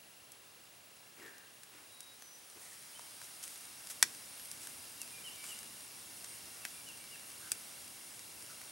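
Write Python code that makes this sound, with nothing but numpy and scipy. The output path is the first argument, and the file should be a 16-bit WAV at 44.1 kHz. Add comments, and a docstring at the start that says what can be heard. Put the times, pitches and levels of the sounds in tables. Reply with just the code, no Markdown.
"""A campfire of damp wood, close to the microphone in open woods.
The logs split in sharp pops, steam hisses, sings and spits from them, and the flames murmur.
Just to the left someone gets up and scuffs through the leaves; two small birds whistle far off
among the trees. Under it all lie the air of the woods and the camera's faint electronic whine."""
import sys
import numpy as np
from scipy import signal
from scipy.io import wavfile
from scipy.ndimage import uniform_filter1d

SR = 44100
rng = np.random.default_rng(int(sys.argv[2]) if len(sys.argv) > 2 else 0)


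def master(y):
    """Save y as 16-bit WAV."""
    cut = np.clip(np.atleast_2d(y).T, -1, 1)
    pcm = np.round(cut * 32767)  # scale
    wavfile.write(sys.argv[1], SR, pcm.astype(np.int16))


N = 384111
TIME_S, BINS_HZ = np.arange(N) / SR, np.fft.rfftfreq(1024, 1 / SR)
# the steam grows louder first, then the flames: start_s, end_s, before_db, after_db
STEAM_RISE, FLAME_RISE = (0.94, 3.5, -67, -52), (2.5, 4.1, -74.5, -66.5)


# wood splitting close by: start_s, level_db, knock_lift_db, knock_hz, splinters_over_snap_db
WOOD_POPS = [(0.3184, -35.5, -21, 1500, 3.5), (1.381, -37, -2, 1500, 0), (1.6325, -38.5, 1, 1000, 7),
             (2.0044, -28.5, -9, 1500, -1.5), (2.221, -39, 13, 650, 8), (2.9927, -35, 19, 650, 4),
             (3.2148, -30.5, 15, 700, 0), (3.4283, -27.5, -8, 1500, -2), (3.437, -29, -12, 1500, 4),
             (3.899, -30, -7, 1500, 3), (3.911, -30, -4, 1500, 2), (4.0259, -0.5, 2.5, 1900, 1),
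             (4.5136, -23, -7, 1500, -3), (4.6705, -31, 7, 650, 6), (5.016, -18.5, -18, 1830, -20),
             (5.4398, -29, 10, 1000, 2.5), (5.588, -28.5, -4, 1490, 1), (6.2427, -30, 1, 1400, 4.5),
             (6.6507, -18.5, 12.5, 1100, -2), (7.5175, -10, -5.5, 1400, -2), (8.1925, -29, -1, 1500, -10)]
# spectrum of cracking wood: frequency_hz, level_db
CRACK_COLOUR = [(100, -21), (350, -30), (550, -15.5), (1000, -12), (1700, -6), (2500, -6.5), (3600, -7),
                (5200, -2), (7000, -3), (9500, 0), (11700, -4.5), (12600, -12.5), (15000, -12),
                (16000, -21)]
# ring of the burning logs: pitch_hz, level_over_crack_db, t60_s
LOG_RING = [(1595, -33.5, 0.016), (1900, -53, .02), (2450, -43, 0.013), (5220, -44, 0.022),
            (6130, -44, 0.028), (9700, -44, .02)]
# first echoes to reach the microphone: delay_s, level_db
FIRST_ECHOES = [(.0097, -20), (0.021, -33)]

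def pops(snap_db=3, knock_octaves=1.2, splinter_s=0.0024, front_s=.0012):
    """A snap, then a few milliseconds of splintering, ringing through the log and bouncing back."""
    out, t = np.zeros(N), np.arange(2048) / SR
    snap = t == 0
    ring = sum(gain_of(db - 60 * t / t60) * np.cos(2 * np.pi * hz * t) for hz, db, t60 in LOG_RING)
    colour_db = at_hz(CRACK_COLOUR, BINS_HZ) - 3.5 * bump(BINS_HZ, centre=1280, width=150)
    for s, db, knock_db, knock_hz, splinter_db in WOOD_POPS + ticks():
        splinters = rng.choice([-1, 1], len(t)) * np.exp(-t / splinter_s) * (t > .0004)
        fracture = snap + gain_of(splinter_db) * splinters / np.linalg.norm(splinters)
        lift_db = knock_db / (1 + (np.log2((BINS_HZ + 1) / knock_hz) / knock_octaves) ** 4)
        crack = signal.fftconvolve(fracture, click(colour_db + lift_db))
        pop = gain_of(db + snap_db) * signal.fftconvolve(crack, snap + ring)
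        add(out, s + front_s, pop)
        for delay, echo_db in FIRST_ECHOES:
            add(out, s + front_s + delay, gain_of(echo_db) * pop)
    return out


def ticks(count=120, per_s=7, over_steam_db=18, spread_db=3,
          knock_spread_db=4, knock_hz=1400, splinter_db=-2):
    """Small pops at random moments, louder as the steam grows; rows like those of WOOD_POPS."""
    times = np.cumsum(rng.exponential(1, count)) / per_s
    sizes, knocks = rng.standard_normal((count, 2)).T
    levels = rise(times, *STEAM_RISE) + over_steam_db + spread_db * sizes
    return [(s, db, knock_spread_db * knock, knock_hz, splinter_db)
            for s, db, knock in zip(times, levels, knocks) if s < N / SR]


def thud(cracks, level_db=-32, swell_s=.02, t60_s=0.22, band_hz=(130, 330)):
    """The low part of each pop swells after it and rolls on between the trunks."""
    t = np.arange(SR // 2) / SR
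    roll = gain_of(-60 * t / t60_s) ** 2 * (1 - np.exp(-t / swell_s))
    power = abs(signal.fftconvolve(cracks ** 2, roll / roll.sum())[:N])
    rumble = signal.sosfilt(signal.butter(2, band_hz, "band", fs=SR, output="sos"), rng.standard_normal(N))
    return gain_of(level_db) * np.sqrt(power) * unit_rms(rumble)


# spectrum of the steam at close range: frequency_hz, level_db
HISS_COLOUR = [(250, -48), (450, -9.5), (750, -4), (1500, -4), (2600, -6), (3800, -4), (5500, -4),
               (7000, -4), (8300, -3.5), (9700, -1), (11500, -5), (13000, -9), (15400, -10.5), (16500, -38)]
# cracks that the steam blows through: centre_hz, width_hz, lift_db
STEAM_VENTS = [(2180, 290, 4), (4960, 270, 4), (5570, 350, 4.0), (8800, 370, 1.5), (9550, 1120, 4),
               (11450, 700, 3.0), (13000, 1000, -0.5)]

def steam(hiss_db=-0.16, fizz_db=-14, bubbles_per_s=400, spread_db=5.0):
    """Steam hisses from cracks in the logs while tiny bubbles of sap burst in it."""
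    bursting = rng.random(N) < bubbles_per_s / SR
    sizes = gain_of(spread_db * np.minimum(rng.exponential(1, N), 4))
    bursts = bursting * sizes * rng.choice([-1, 1], N)
    fizz = unit_rms(signal.oaconvolve(bursts, click(at_hz(CRACK_COLOUR, BINS_HZ)))[:N])
    hiss = wash(HISS_COLOUR, patchy_db=0.93, resonances=STEAM_VENTS)
    strength = burning(STEAM_RISE, sway_db=0.8, sways_per_s=2.99)
    return strength * (gain_of(hiss_db) * hiss + gain_of(fizz_db) * fizz)


# spits of boiling sap: start_s, level_db, length_s
SAP_SPITS = [(2.565, -55.5, 0.24), (3.228, -53, 0.036), (3.428, -46, 0.024), (3.46, -54.5, 0.13),
             (3.897, -42.5, 0.025), (4.609, -50.5, 0.07), (5.425, -49, 0.16)]
# spectrum of a spit: frequency_hz, level_db
SPIT_COLOUR = [(200, -22), (1500, -6.5), (5000, -4.0), (9000, 2.5), (12000, -2.5), (16000, -22)]

def spits(grain_db=7.0):
    """A pocket of sap boils over: a quick grainy spurt that dies away."""
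    out, t = np.zeros(N), np.arange(SR // 2) / SR
    for s, db, length in SAP_SPITS:
        age = 3 * t / length
        spurt = age * np.exp(1 - age)
        noise, grains = rng.standard_normal((2, len(t)))
        add(out, s, gain_of(db) * spurt * unit_rms(noise * gain_of(grain_db * grains)))
    return signal.oaconvolve(out, click(at_hz(SPIT_COLOUR, BINS_HZ)))[:N]


# a thin jet of steam: time_s, pitch_hz
JET_PITCH = [(0, 10160), (.39, 10100), (.5, 9920), (.75, 9870), (1.0, 10010), (1.4, 9760), (1.8, 9900)]

def jet(level_db=-71.5, centre_hz=10000, db_per_hz=.008, waver=.0006, stop_s=2.1, fade_s=.2):
    """A pinhole in a log whistles, higher and louder the harder it blows, until it dries up."""
    hz = follow(JET_PITCH)
    blowing = np.clip((stop_s - TIME_S) / fade_s, 0, 1)
    strength = blowing * gain_of(level_db + db_per_hz * (hz - centre_hz))
    cycles = np.cumsum(hz * (1 + waver * drift(N, per_s=200))) / SR
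    return strength * np.sqrt(2) * np.sin(2 * np.pi * cycles)


# steam squealing in the logs: start_s, length_s, pitch_hz, level_db
STEAM_SQUEALS = [(1.87, 0.16, 9700, -70), (4.3, 0.21, 9500, -60.5), (4.35, 0.15, 11700, -60),
                 (6.2, .22, 8850, -61), (8.05, .16, 7900, -67)]

def squeals(count=110, peeps_per_s=6, peep_s=.09, peep_hz=9450, spread_hz=450, over_steam_db=-11.5):
    """Escaping steam gives short breathy squeals, with fainter peeps at random moments."""
    times = np.cumsum(rng.exponential(1, count)) / peeps_per_s
    pitches = peep_hz + spread_hz * rng.standard_normal(count)
    levels = rise(times, *STEAM_RISE) + over_steam_db
    peeps = [(s, peep_s, hz, db) for s, hz, db in zip(times, pitches, levels) if s < N / SR]
    return rasps(STEAM_SQUEALS + peeps, sag_share=.025, width_share=.018)


# spectrum of the flames: frequency_hz, level_db
MURMUR_COLOUR = [(25, -22), (45, -15), (70, -5), (110, 2), (165, -4), (260, 0), (390, -5), (600, -10),
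                 (1000, -17), (2000, -50)]
# the flames flare up: centre_s, length_s, lift_db
FLARE_UPS = [(6.45, .09, 5.5), (6.997, 0.17, 2.5)]

def flames():
    """The flames murmur, grow and now and then flare."""
    flare_db = sum(db * bump(TIME_S, s, length) for s, length, db in FLARE_UPS)
    strength = burning(FLAME_RISE, sway_db=1.0, sways_per_s=6.6)
    return strength * gain_of(flare_db) * wash(MURMUR_COLOUR, patchy_db=0.5)


# steps on the leafy ground: start_s, length_s, sole_db, leaves_db
FOOTSTEPS = [(1.14, 0.19, -64.5, -63), (1.703, .15, -73, -66), (2.551, .04, -64.5, -65)]

def boots(crunch_db=-1.5, crackle_db=3.5):
    """The sole presses the soil while dry leaves rustle and crunch under it."""
    out = np.zeros(N)
    for s, length, sole_db, leaves_db in FOOTSTEPS:
        rustle = rasp(length, hz=1700, width_hz=1900)
        crunch = gain_of(crunch_db) * rasp(length, hz=7500, width_hz=9100)
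        crackle = unit_rms(gain_of(crackle_db * drift(len(rustle), per_s=300)))
        sole = rasp(length, hz=344, width_hz=167)
        add(out, s, gain_of(sole_db) * sole + gain_of(leaves_db) * crackle * (rustle + crunch))
    return out


# wood being moved: start_s, length_s, pitch_hz, level_db
WOOD_SCRAPES = [(1.19, 0.14, 1830, -61), (1.27, .26, 1760, -69), (2.59, .2, 2000, -69),
                (7.41, 0.092, 1550, -63), (8.485, 0.053, 1450, -62.5)]

def scrapes():
    """Friction makes the wood scrape and squeak, sinking a little in pitch."""
    return rasps(WOOD_SCRAPES, sag_share=0.0604, width_share=0.18)


# a distant song, high slurs alternating with low notes: delay_s, length_s, full_reach_top_hz, lift_db
SONG_NOTES = [(0, .05, 2860, -4.5), (.122, .09, 2450, -7.5), (.245, 0.062, 3170, 1.5),
              (.372, .11, 2310, -8.5), (0.491, 0.0615, 3076, 0)]
# the bird sings twice: start_s, level_db, reach_share (of each note's height above low_hz)
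SONG_TURNS = [(4.99, -52.5, 0.93), (6.61, -57, .8)]
# another distant bird's plain whistles, and last a short squeak: start_s, length_s, pitch_hz, glide_share,
# level_db
PLAIN_WHISTLES = [(1.88, 0.28, 3845, -0.011, -66), (2.195, 0.212, 5990, -0.013, -62),
                  (2.943, 0.039, 3050, 0.038, -59)]

def birds(low_hz=2263, direct_db=-0.7, echo_db=-8.5):
    """Two birds far off, smeared by the trees; the higher a note of the song, the further it slides."""
    out = np.zeros(N)
    slur = np.array([0.833, 1, 0.493])  # start, top and end, as shares of the note's height
    for s, db, reach in SONG_TURNS:
        for delay, length, top_hz, lift_db in SONG_NOTES:
            arch_hz = low_hz + reach * (top_hz - low_hz) * slur
            add(out, s + delay, gain_of(db + lift_db) * bird_note(length, *arch_hz))
    for s, length, hz, glide, db in PLAIN_WHISTLES:
        add(out, s, gain_of(db) * bird_note(length, hz * (1 - glide), hz, hz * (1 + glide), waver=.002))
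    return gain_of(direct_db) * out + gain_of(echo_db) * scatter(out, WOODS_DECAY, wait_s=0.023)


def bird_note(length_s, start_hz, top_hz, end_hz, slide_swell=12, waver=0.0037):
    """A whistle through three pitches that swells as it slides; rms 1."""
    progress = np.linspace(0, 1, int(length_s * SR))
    hz = np.interp(progress, [0, 1 / 3, 1], [start_hz, top_hz, end_hz])
    hz *= 1 + waver * drift(len(hz), per_s=214)
    swell = 1 + slide_swell * progress * abs(top_hz - end_hz) / top_hz
    return unit_rms(swell * signal.windows.tukey(len(hz), .4) * np.sin(2 * np.pi * np.cumsum(hz) / SR))


# spectrum of the open woods: frequency_hz, level_db
AIR_COLOUR = [(60, -12), (110, 0), (200, -5.5), (550, 2), (1100, 0.5), (2500, -1), (5000, -4), (10000, -9),
              (13000, -11), (16000, -22.5)]

def air(level_db=-60.5):
    """Still air, a faint even hush all around the microphone."""
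    return gain_of(level_db) * wash(AIR_COLOUR, patchy_db=.5)


# tones of the camera's electronics: pitch_hz
WHINE_PITCHES = [2757, 7867, 15734]
# for each tone: level_db, pulsed_share, flutter_share
WHINE_TONES = [(-71.5, .97, 0), (-78, .9, 0), (-67, 0, .45)]
# the pulsing tones dip and come back louder: time_s, fully_pulsed_lift_db
PULSE_LIFT = [(1.7, -1.5), (2.4, -11), (3.0, -4), (3.7, 2)]

def whine(pictures_per_s=29.97, first_pulse_s=.0042, pulse_s=.0032, flutter_hz=13.08):
    """Thin tones of the camera's electronics: the lower two pulse once per picture, the top flutters."""
    out = np.zeros(N)
    from_pulse_s = np.sin(np.pi * pictures_per_s * (TIME_S - first_pulse_s)) / (np.pi * pictures_per_s)
    pulses = np.exp(-(from_pulse_s / pulse_s) ** 2)
    flutter = np.sin(2 * np.pi * flutter_hz * TIME_S)
    for hz, (db, pulsed, fluttered) in zip(WHINE_PITCHES, WHINE_TONES):
        envelope = 1 - pulsed + pulsed * pulses + fluttered * flutter
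        tone = unit_rms(envelope * np.sin(2 * np.pi * hz * TIME_S))
        out += gain_of(db + pulsed * follow(PULSE_LIFT)) * tone
    return out


# echoes among the trees, near the fire and in the hearth, each: frequency_hz, t60_s
WOODS_DECAY = [(150, 0.36), (500, 0.81), (2000, 0.85), (6000, 1), (14000, 0.28)]
NEAR_DECAY = [(150, .25), (500, 0.16), (1500, .09), (4000, 0.16), (14000, .1)]
HEARTH_DECAY = [(500, 0.019), (3000, 0.062), (12000, 0.028)]

def scatter(sound, decay, wait_s, mono_above_hz=4000):
    """Echoes off ground and trunks: sparse taps that die by band, nearly mono in the treble."""
    taps = rng.standard_normal((2, SR)) * (rng.random((2, SR)) < .05)
    taps *= np.arange(SR) > wait_s * SR
    hz, t, spectra = signal.stft(taps, SR, nperseg=256)
    mid, side = spectra * gain_of(-60 * t / at_hz(decay, hz)[:, None])
    side /= 1 + (hz[:, None] / mono_above_hz) ** 2
    tail = signal.istft(np.array([mid + side, mid - side]), SR, nperseg=256)[1]
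    return signal.fftconvolve(sound[None], tail / np.linalg.norm(tail[0]), axes=1)[:, :N]


# how alike left and right are at the microphone: frequency_hz, likeness_share
STEREO_LIKENESS = [(60, 0.94), (120, 0.99), (240, 0.91), (480, 0.34), (950, 0.1), (1890, 0.23),
                   (3770, 0.85), (7520, 1.0), (15000, 1.0)]

def wash(colour, patchy_db, resonances=()):
    """Stereo noise of rms 1 with drifting patches, lifted at its resonances."""
    mid_re, mid_im, side_re, side_im, patches = rng.standard_normal((5, N // 256 + 5, len(BINS_HZ)))
    patches = uniform_filter1d(patches, size=12, axis=0)  # smooth in time
    patches = unit_rms(uniform_filter1d(patches, size=9, axis=1))  # and in frequency
    colour_db = at_hz(colour, BINS_HZ) + sum(db * bump(BINS_HZ, hz, width) for hz, width, db in resonances)
    likeness = at_hz(STEREO_LIKENESS, BINS_HZ)
    mid = np.sqrt(1 + likeness) * (mid_re + 1j * mid_im)
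    side = np.sqrt(1 - likeness) * (side_re + 1j * side_im)
    spectra = np.array([mid + side, mid - side]) * gain_of(colour_db + patchy_db * patches)
    return unit_rms(signal.istft(spectra.transpose(0, 2, 1), nperseg=1024, noverlap=768)[1][:, :N])


def rasps(rows, sag_share, width_share):
    """Squeals or scrapes, each sinking and spreading by the same share of its pitch."""
    out = np.zeros(N)
    for s, length, hz, db in rows:
        add(out, s, gain_of(db) * rasp(length, hz, width_share * hz, sag_share))
    return out


def rasp(length_s, hz, width_hz, sag_share=0):
    """Turbulence or friction stirs one resonance, which may sink; rms 1."""
    n = int(length_s * SR)
    noise = rng.standard_normal(SR) + 1j * rng.standard_normal(SR)
    band = signal.sosfilt(signal.butter(2, width_hz / 2, fs=SR, output="sos"), noise)[-n:]
    carrier = np.exp(2j * np.pi * np.cumsum(np.linspace(hz, hz * (1 - sag_share), n)) / SR)
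    return unit_rms((band * carrier).real * signal.windows.tukey(n, .7))


def click(colour_db):
    """The sharp-fronted (minimum-phase) click of energy 1 that has this spectrum."""
    mirrored_db = np.r_[colour_db, colour_db[-2:0:-1]] - colour_db.max()
    log_gain = np.log(gain_of(np.maximum(mirrored_db, -90)))
    pulse = np.fft.ifft(np.exp(np.conj(signal.hilbert(log_gain)))).real[:len(colour_db)]
    return pulse / np.linalg.norm(pulse)


def burning(growth, sway_db, sways_per_s):
    """Gain of a part of the fire: it grows, and sways by chance."""
    return gain_of(rise(TIME_S, *growth) + sway_db * drift(N, per_s=sways_per_s))


def rise(t, start_s, end_s, before_db, after_db):
    """A level in dB that climbs evenly and then holds."""
    return np.interp(t, [start_s, end_s], [before_db, after_db])


def drift(n, per_s):
    """A random curve that glides to a new value per_s times a second."""
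    return np.interp(np.arange(n) / SR * per_s, np.arange(4096), rng.standard_normal(4096))


def bump(x, centre, width):
    """A flat-topped hill of height 1."""
    return 1 / (1 + (2 * (x - centre) / width) ** 4)


def at_hz(table, hz):
    """Reads a table on a log-frequency axis."""
    frequencies, values = np.transpose(table)
    return np.interp(np.log(hz + 1), np.log(frequencies + 1), values)


def follow(table):
    """Reads a table of times and values at every sample."""
    return np.interp(TIME_S, *np.transpose(table))


def gain_of(db):
    """Decibels to amplitude."""
    return 10 ** (np.asarray(db) / 20)


def unit_rms(x):
    """Scales to rms 1."""
    return x / np.sqrt(np.mean(x ** 2) + 1e-20)


def add(mix, start_s, sound):
    """Mixes a sound in at start_s."""
    part = mix[max(round(start_s * SR), 0):][:len(sound)]
    part += sound[:len(part)]


def scene():
    """The fire close and just left of centre, steps a little further left, birds and air beyond."""
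    cracks, scuffs = pops(), boots() + scrapes()
    echoes = gain_of(-13.5) * scatter(cracks, HEARTH_DECAY, wait_s=.001)
    echoes += gain_of(-19.5) * scatter(cracks, NEAR_DECAY, wait_s=.008)
    echoes += gain_of(-30.5) * scatter(cracks, WOODS_DECAY, wait_s=0.026)
    hiss = steam() + spits() + jet() + squeals()
    fire = cracks * gain_of([[.4], [-.4]]) + echoes + thud(cracks) + hiss + flames()
    steps = scuffs * gain_of([[1.1], [-1.1]]) + gain_of(-7.5) * scatter(scuffs, WOODS_DECAY, wait_s=0.013)
    return fire + steps + birds() + air()


def record(dry, low_cut_hz=55, high_cut_hz=16200):
    """The camera thins the deep bass, adds its whine, clips at full scale and limits the band."""
    thinned = signal.sosfilt(signal.butter(2, low_cut_hz, "high", fs=SR, output="sos"), dry)
    clipped = np.clip(thinned + whine(), -1, 1)
    low_pass = signal.firwin(511, high_cut_hz, window=("kaiser", 9), fs=SR)
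    return signal.oaconvolve(clipped, low_pass[None], "same")


dry = scene()
out = record(dry)
master(out)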